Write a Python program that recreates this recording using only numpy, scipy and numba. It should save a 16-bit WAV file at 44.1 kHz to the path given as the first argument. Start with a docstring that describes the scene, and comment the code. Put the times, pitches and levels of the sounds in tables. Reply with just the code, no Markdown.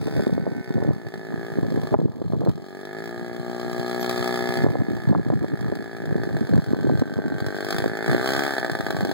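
"""A buzzing petrol engine, revving up and down, with wind thumping on the right.
A large model plane hangs over a field and drifts closer while the throttle is blipped.
Each firing rings the exhaust and spits gas; off throttle some firings come harder than the rest.
Gusts buffet the right port of a camera whose two microphones are cross-fed; its gain control
ducks under each big buffet. Faint hiss throughout, one thin squeak at 4 s."""
import sys
import numpy as np
from scipy import signal
from scipy.io import wavfile
from scipy.ndimage import uniform_filter1d
from numba import njit

SR = 44100
rng = np.random.default_rng(int(sys.argv[2]) if len(sys.argv) > 2 else 0)


def output_pcm(signal):
    """Save a mono or channel-first signal as 16-bit PCM at the path in sys.argv[1].

    Samples are clipped to [-1, 1] before scaling.
    """
    pcm = np.clip(np.atleast_2d(signal).T, -1, 1) * 32767
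    wavfile.write(sys.argv[1], SR, np.round(pcm).astype(np.int16))


N = 402633


def undb(db):
    """Decibels to gain."""
    return 10 ** (np.asarray(db) / 20)


def unit(x):
    """Scale to rms 1."""
    return x / np.sqrt(np.mean(x ** 2))


def curves(table):
    """Interpolate each column over the first (seconds), one value a sample."""
    times_s, *columns = np.transpose(table)
    return [np.interp(np.arange(N) / SR, times_s, column) for column in columns]


def held_noise(samples):
    """Gaussian values, each held for this many samples."""
    return np.repeat(rng.standard_normal(N // samples + 1), samples)[:N]


def lowpass(x, hz, order):
    """Butterworth low-pass."""
    return signal.sosfilt(signal.butter(order, hz, fs=SR, output="sos"), x)


def highpass(x, hz, order):
    """Butterworth high-pass."""
    return signal.sosfilt(signal.butter(order, hz, "high", fs=SR, output="sos"), x)


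def delay(x, samples):
    """Fractional delay."""
    return np.interp(np.arange(N) - samples, np.arange(N), x)


@njit
def bandpass(x, hz, width_hz):
    """State-variable band-pass, gain 1 at its moving centre."""
    y, band, low = np.empty(len(x)), 0., 0.
    for i in range(len(x)):
        g, damping = np.tan(np.pi * hz[i] / SR), width_hz / hz[i]
        v = (band + g * (x[i] - low)) / (1 + g * (g + damping))
        band, low = 2 * v - band, low + 2 * g * v
        y[i] = damping * v
    return y


def modes(x, table, pitch, passes=1):
    """Sum of resonances, centres scaled by pitch, gains divided by the root of the width."""
    out = 0
    for hz, width_hz, db in table:
        y = x
        for _ in range(passes):
            y = bandpass(y, hz * pitch, float(width_hz))
        out = out + undb(db) / np.sqrt(width_hz) * y
    return out


def clicks(at, size):
    """Impulses at fractional sample positions, each split between two samples."""
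    out, i = np.zeros(N + 2), np.clip(at, 0, N).astype(int)
    np.add.at(out, i, size * (1 - at % 1))
    np.add.at(out, i + 1, size * (at % 1))
    return out[:N] + 1e-18


def firings(beat_turns=.47, jitter_s=.000015):
    """One pulse a shaft turn, then a weaker beat; more uneven while the shaft slows."""
    # Shaft speed. Each row: time in seconds, turns a second.
    shaft = [(0, 72), (.2, 72.5), (.43, 65.2), (.54, 63.9), (.67, 62.5), (.91, 62.3), (1.04, 57.6),
             (1.22, 54.43), (1.42, 57.42), (1.73, 53.82), (1.94, 54.5), (2.13, 49.3), (2.54, 46.5),
             (2.75, 46.85), (2.97, 54.25), (3.12, 58.47), (3.36, 59.94), (4.2, 60.71), (4.83, 61.18),
             (5.11, 56.52), (5.52, 55.02), (5.77, 56.13), (6.2, 55.83), (6.51, 46.27), (6.94, 48.77),
             (7.6, 49.1), (8.01, 54.8), (8.09, 57.7), (8.24, 64.4), (8.39, 69.5), (8.45, 70), (8.54, 68.4),
             (8.61, 62.2), (8.7, 55.04), (8.98, 46.8), (9.13, 47.3)]
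    # Timed firings: ordinary ones that keep the beat, and harder bangs off throttle.
    # Each row: time in seconds, dB over a full-strength firing.
    timed = [(1.067, 5), (1.139, 6), (1.759, 5), (1.871, 5), (2.001, 5), (2.118, 4), (2.322, 5), (2.406, 6),
             (2.449, 7), (2.492, 6), (2.577, 5), (3.912, 0), (5.806, 0), (6.234, 5), (6.367, 6), (6.535, 5),
             (6.577, 5), (7.484, 1), (7.686, 1), (7.802, 1), (7.989, 0), (8.18, 0), (8.581, 4), (8.629, 3),
             (8.646, 5), (8.697, 6), (8.751, 6), (8.807, 3), (8.865, 7), (8.905, 7), (8.966, 4), (9.007, 5),
             (9.049, 5), (9.113, 5)]
    # Second beat, stronger at low speed. Each row: shaft speed in Hz, share of a full firing.
    beat = [(48, .3), (56, .15)]
    shaft_hz, = curves(shaft)
    slowing_hz_per_s = uniform_filter1d(-np.gradient(shaft_hz) * SR, size=4000)
    shortfall_db = np.interp(slowing_hz_per_s, [0, 40], [1, 3.5])
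    beat_share = np.interp(shaft_hz, *np.transpose(beat))
    turns = np.cumsum(shaft_hz) / SR
    # bend the phase so that timed firings fall on whole turns
    timed_s, timed_db = np.transpose(timed)
    timed_phase = np.interp(timed_s * SR, np.arange(N), turns)
    timed_turn = np.cumsum(np.round(np.diff(timed_phase, prepend=0)))
    turns += np.interp(np.arange(N), timed_s * SR, timed_turn - timed_phase)
    whole = np.arange(1, int(turns[-1]) + 1)
    fire_at = np.interp(whole, turns, np.arange(N))
    beat_at = np.interp(whole + beat_turns, turns, np.arange(N))
    weakness, fire_jitter, beat_jitter, beat_db = rng.standard_normal((len(whole), 4)).T
    size_db = -shortfall_db[fire_at.astype(int)] * abs(weakness)
    size_db[timed_turn.astype(int) - 1] = timed_db
    beat_size = beat_share[fire_at.astype(int)] * undb(beat_db)
    pulses = clicks(fire_at + jitter_s * SR * fire_jitter, undb(size_db))
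    pulses += clicks(beat_at + jitter_s * SR * beat_jitter, beat_size)
    return pulses / np.sqrt(shaft_hz)


def exhaust(pulses, pitch, boom_db, bark_db, round_trip_s=.00195, low_lag_s=.0003, muffler_hz=1930):
    """Each pulse bangs and rings the pipe; the muffler takes off the treble."""
    # Resonances. Each row: centre in Hz, width in Hz, gain in dB.
    boom_modes = [(156, 51, 17), (241.5, 63, 11.5), (355.7, 44, 17.5)]  # pipe, low
    bark_modes = [(531, 14, 0.96), (632, 87, 3.1), (750, 100, 0.44), (860, 52, 1)]  # pipe, middle
    ring_modes = [(1227, 90, -5), (1670, 69, 7)]  # pipe, high
    flank_modes = [(1440, 66, -2.5), (1805, 220, -10.5), (2031, 30, -0.5)]  # weaker, beside the ring
    bang_modes = [(330, 180, 11.4), (730, 900, 1.6), (1595, 143, 8.45)]  # bare bang: thud, knock, snap
    # Flanking modes. Each row: time in seconds, gain in dB.
    flank_gain = [(0, 9), (.6, 7.5), (1.2, -3), (2.7, -1), (4.6, 0), (6.2, -3), (7.6, 3), (8.2, 6.5),
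                  (8.5, -7.5)]
    # How squarely the exhaust faces the camera. Each row: time in seconds, bang in dB, pipe in dB.
    facing = [(0, 8, -6), (.5, -4, 6.5), (2.7, -10, 2), (3.6, -44, 3.5), (4.6, -22, 4.5), (5.2, -18, 3),
              (6.2, 0.5, 4), (7, 6.5, -2.5), (7.6, 6.5, -2), (8.15, 0.5, 0.5), (8.35, 2, 0), (8.55, 2.5, 6),
              (9.13, 15.5, 13.5)]
    flank_db, = curves(flank_gain)
    bang_db, pipe_db = curves(facing)
    # the pulse returns inverted from the open end
    in_pipe = pulses - .2 * delay(pulses, round_trip_s * SR / pitch)
    boom = undb(boom_db) * modes(in_pipe, boom_modes, pitch)
    bark = undb(bark_db) * modes(in_pipe, bark_modes, pitch)
    ring = modes(in_pipe, ring_modes, pitch) + undb(flank_db) * modes(in_pipe, flank_modes, pitch)
    thud = modes(pulses, bang_modes[:-1], pitch)
    snap = modes(pulses, bang_modes[-1:], pitch)
    low = undb(pipe_db) * (bark + boom) + undb(bang_db) * thud
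    high = undb(pipe_db) * ring + undb(bang_db) * snap
    # low modes follow the snap, rounded and in opposite sense
    low = delay(lowpass(low, hz=900, order=1), low_lag_s * SR)
    return lowpass(high - low, muffler_hz, order=4) / np.std(ring)


def gas_flow(pulses, rise_s=.0011, decay_s=.0014, steady=.47):
    """Envelope: a puff of random strength after each pulse, over a steady flow."""
    puffs = pulses * undb(4.2 * held_noise(256))
    for tau_s in (rise_s, decay_s):
        puffs = signal.lfilter([1], [1, -np.exp(-1 / (tau_s * SR))], puffs)
    return unit(uniform_filter1d(puffs, size=150)) + steady


def gas_hiss(flow, pitch):
    """Spitting gas: broad bands of noise that follow the flow."""
    # Noise bands. Each row: centre in Hz, width in Hz, gain in dB.
    bands = [(720, 390, 7.2), (1245, 255, 9), (2170, 1690, 9.36), (3370, 720, 4.6), (4170, 2890, 10.6),
             (6910, 5300, 4.5), (14250, 16500, 6.1)]
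    return unit(flow * modes(rng.standard_normal(N), bands, pitch, passes=2))


def firing_ticks(pulses, pitch):
    """A dry tick of random strength on each pulse."""
    # Tick resonances. Each row: centre in Hz, width in Hz, gain in dB.
    tick_modes = [(3560, 170, -0.5), (4284, 260, 8.5)]
    strikes = pulses * (1 + .45 * held_noise(128))
    return unit(modes(strikes, tick_modes, pitch, passes=2))


def engine(hollow_hz=1039, hollow_width_hz=350., hollow_depth=.88, right_lag_samples=2.8):
    """Exhaust, ticks and gas at the two ports, coloured by the plane's attitude."""
    # Engine loudness. Each row: time in seconds, gain in dB.
    loudness = [(0, -41), (.2, -28.5), (.5, -36.5), (.91, -36), (1.04, -37), (1.42, -31), (1.73, -35),
                (1.94, -37), (2.13, -38), (2.54, -38), (2.75, -26.5), (2.97, -21), (3.36, -27.5),
                (4.2, -26), (4.83, -28.5), (5.52, -25), (6.2, -29.5), (6.51, -35.5), (6.94, -29.5),
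                (7.6, -25), (8.01, -22.5), (8.15, -14.5), (8.39, -14), (8.54, -18), (8.7, -27.5),
                (9.13, -44.5)]
    # Attitude. Each row: time in seconds, boom, bark and gas gains in dB, pitch factor of the modes.
    attitude = [(0, 7, -9, 5, 1.08), (.22, -7.5, -12, -8, 1.044), (.5, -7.5, -2, -8.5, 1.065),
                (1.4, -6.5, -17, -14.5, 1.005), (1.9, -4.5, -7, -8.5, 1), (2.5, 1.5, -1, -2.5, 0.98),
                (2.9, -7.5, -14, -16.5, 1.014), (3.5, -3.5, -3, -11.5, 0.98), (4.2, -5, -4, -5, 1.012),
                (4.6, -8.5, -6.5, -11.5, 1.02), (5.2, -12.5, -7, -15, 1.004), (6.2, -7.5, -17, -13, 1.017),
                (6.6, -7, -7, -5.5, 1), (7.3, -9, 0, -11.5, 0.98), (7.73, -4, -39, -4, 1.01),
                (8, -12, -9, -15, 1.023), (8.3, -8, -3, -5.5, 0.984), (8.6, -26.5, -4.5, -7.5, 1.015),
                (9.13, -6.5, 6, 8.5, 0.99)]
    level_db, = curves(loudness)
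    boom_db, bark_db, gas_db, pitch = curves(attitude)
    pulses = firings()
    flow = gas_flow(pulses)
    tone = exhaust(pulses, pitch, boom_db, bark_db) * undb(level_db - 5.5)
    ticks = firing_ticks(pulses, pitch) * undb(level_db + gas_db - 7.5)
    gas_gain = undb(level_db + gas_db - 3.5)
    gas_both, gas_left, gas_right = (gas_hiss(flow, pitch) * gas_gain for _ in range(3))
    common = tone + ticks + 1.37 * gas_both
    common -= hollow_depth * bandpass(common, hollow_hz * pitch, hollow_width_hz)
    # the right port hears more bass, less treble
    shaded = undb(2) * lowpass(common, hz=1050, order=1) + undb(-15) * common
    return np.array([common + 1.2 * gas_left, delay(shaded, right_lag_samples) + 1.2 * gas_right])


def shelter(x, t60_s=.09, echo_db=-8):
    """Add short scattered echoes from a nearby roof and posts, different at each port."""
    t = np.arange(int(t60_s * SR)) / SR
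    tail = rng.standard_normal((2, len(t))) * np.exp(-np.log(1000) * t / t60_s) * (t > .002)
    return x + undb(echo_db) * signal.oaconvolve(x, unit(tail) / np.sqrt(len(t)), axes=1)[:, :N]


def eddy(hz, phase_turns, width_cycles, crack=0.):
    """A short pressure swing, steeper in front, with an optional crack on its crest."""
    cycles = np.arange(-2 * SR / hz, 3 * SR / hz) / SR * hz
    swing = np.cos(2 * np.pi * (cycles + phase_turns))
    crest = np.exp(-(cycles / .2) ** 2) * np.cos(2 * np.pi * (3 * cycles + phase_turns))
    window = np.exp(-(cycles / (width_cycles * np.where(cycles < 0, .6, 1.1))) ** 2)
    return window * (swing + crack * crest)


def gust_db(breeze_db=-25.5, swell_db_per_s=192, lull_db_per_s=106):
    """Wind envelope: each gust swells, holds and dies into the breeze."""
    # Gusts. Each row: start in seconds, hold in seconds, level in dB.
    gusts = [(0, 0.49, -9), (0.75, 0.16, -10.5), (1.32, 0.012, -18), (1.62, 0.23, -11.5),
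             (1.998, 0.073, -4), (2.217, 0.26, -4), (4.57, 0.061, -27), (4.657, 0.14, -7.5),
             (4.897, 0.08, -10.5), (5.113, 0.0083, 2), (5.316, 0.012, 2.5), (5.44, 0.31, -8.5),
             (6.045, 0.18, -12.5), (6.27, 0.21, -14), (6.525, 0.032, -3.5), (6.702, 0.32, -4),
             (7.07, 0.39, -9.5), (7.734, 0.1, -11.5), (8.126, 0.04, -7), (8.318, .02, -10),
             (8.624, 0.62, -15)]
    t = np.arange(N) / SR
    db = np.full(N, breeze_db)
    for start_s, hold_s, top_db in gusts:
        below_db = np.maximum(swell_db_per_s * (start_s - t), lull_db_per_s * (t - start_s - hold_s))
        db = np.maximum(db, top_db - np.maximum(below_db, 0))
    return db


def wind_patter(band_hits_per_s=60, spread_db=5, left_db=-16):
    """Small eddies hit the ports in bursts that swell with the gusts."""
    ports = np.zeros((2, N))
    for port in ports:
        for hz, db in ((115, 1.5), (170, -1.5), (270, -2), (430, -14.5), (750, -22)):
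            when, sign, size = rng.random((int(band_hits_per_s * N / SR), 3)).T
            extra_db = np.minimum(-spread_db * np.log(1 - size), 11)
            hits = clicks(when * N, np.sign(sign - .5) * undb(db + extra_db))
            swing = eddy(hz, phase_turns=.048, width_cycles=.65)
            port += signal.oaconvolve(hits, swing, "same") * np.sqrt(hz / 110)
    burst_db = 3.4 * uniform_filter1d(held_noise(1300), size=500)
    return unit(ports * undb(burst_db)) * undb(gust_db() + np.array([[left_db], [0]]))


def wind_buffets(flap_s=.00342, flap_spread_s=.004):
    """Big eddies pop on the right port; each flaps once more, weaker."""
    # Buffets. Each row: time in seconds, level in dB, pitch in Hz.
    buffets = [(0.08, -1, 400), (.164, 5, 280), (0.196, 4.5, 372), (0.269, 9, 267), (.296, 2.5, 340),
               (0.331, -2, 330), (0.379, 5, 337), (0.4, -5, 330), (0.467, 4.5, 403), (0.477, 2.5, 295),
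               (.52, -6, 303), (.706, 0.5, 235), (0.77, -6, 318), (0.781, 1, 340), (0.806, -19, 377),
               (0.826, 0.5, 350), (0.849, -0.5, 360), (0.876, -2, 320), (0.891, -3.5, 434), (0.909, 0, 360),
               (1.586, 5, 232), (1.65, -6, 312), (1.703, -21, 345), (1.722, -2.5, 306), (1.761, -10, 295),
               (1.775, 1.5, 254), (1.942, 10.5, 480), (1.947, 12, 517), (1.989, 10.5, 232), (1.998, 8, 268),
               (2.016, 6, 315), (2.217, 8, 307), (2.334, 7, 354), (2.418, 5, 382), (2.435, 7, 296),
               (2.463, 7.5, 346), (2.473, 9.5, 382), (4.644, 3.5, 245), (4.665, 7, 360), (4.755, 5.5, 446),
               (4.812, -1.5, 362), (5.093, 0, 254), (5.11, 4, 197), (5.128, 4.5, 450), (5.15, 8.5, 730),
               (5.302, 7, 430), (5.325, 4, 395), (5.334, 6, 266), (5.444, 7.5, 310), (5.541, 2, 240),
               (5.723, 7, 305), (6.128, -6.5, 394), (6.156, 5, 245), (6.497, -4.5, 232), (6.71, -4.5, 218),
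               (6.789, 1, 273), (6.869, 6.5, 246), (6.897, 8, 447), (7.021, 12, 270), (7.189, 8.5, 276),
               (7.323, 4, 228), (7.842, 5, 397), (7.861, 5, 317), (8.147, 8, 332)]
    ports = np.zeros((2, N))
    for at_s, db, hz in buffets:
        phase_turns, wait, weakness = rng.random(3)
        swing = undb(db) * eddy(hz, phase_turns, width_cycles=.44, crack=.056 * undb(.5 * db))
        lag = int((flap_s + flap_spread_s * wait) * SR)
        flap = undb(-6 - 8.2 * weakness) * np.pad(swing, (lag, 0))
        pop = np.pad(swing, (0, lag)) + flap
        start = max(int(at_s * SR - 2 * SR / hz), 0)
        ports[1, start:start + len(pop)] += pop[:N - start]
    return ports


def air():
    """Faint hiss of the field, unrelated at the two ports."""
    return undb(-55) * signal.lfilter([1], [1, -.9], rng.standard_normal((2, N)))


def squeak(ramp_s=.0026):
    """Two thin, scratchy tones, briefly sounding together."""
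    # Start in seconds, length in seconds, tones. Each tone: pitch in Hz, level in dB.
    squeak_shape = (4.0, .032, [(5860, -38), (12150, -37)])
    start_s, length_s, tones = squeak_shape
    t = np.arange(N) / SR - start_s
    gate = np.clip(np.minimum(t, length_s - t) / ramp_s, 0, 1)
    scratch = 1 + .5 * unit(uniform_filter1d(rng.standard_normal(N), size=60))
    return gate * scratch * sum(undb(db) * np.sin(2 * np.pi * hz * t) for hz, db in tones)


def gain_control(x, threshold_db=-6.5, attack_s=.0012, recover_db_per_s=7, initial_cut_db=13):
    """Gain drops fast under a peak over the threshold, then recovers at a steady rate."""
    over_db = np.maximum(20 * np.log10(abs(x).max(axis=0) + 1e-9) - threshold_db, 0)
    over_db[0] = initial_cut_db
    recovery_db = recover_db_per_s * np.arange(N) / SR
    cut_db = np.maximum.accumulate(over_db + recovery_db) - recovery_db
    pole = np.exp(-1 / (attack_s * SR))
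    smooth_db, _ = signal.lfilter([1 - pole], [1, -pole], cut_db, zi=[pole * cut_db[0]])
    return x * undb(-smooth_db)


def scene():
    """Pressure at the left and right port."""
    plane = shelter(engine())
    wind = lowpass(wind_patter() + wind_buffets(), hz=1500, order=3)
    return plane + wind + squeak() * np.array([[1], [.3]]) + air()


def record(dry, cross_gain=.98, cross_lag_samples=16, top_hz=15800):
    """Camera: inverted cross-feed, gain control between two bass cuts, soft clip, top cut."""
    opposite = np.pad(dry[::-1], ((0, 0), (cross_lag_samples, 0)))[:, :N]
    wide = highpass(dry - cross_gain * opposite, hz=90, order=2)
    ducked = highpass(gain_control(wide), hz=60, order=1)
    top_cut = signal.ellip(10, .2, 80, top_hz, fs=SR, output="sos")
    return signal.sosfilt(top_cut, np.tanh(ducked))


dry = scene()
out = record(dry)
output_pcm(out)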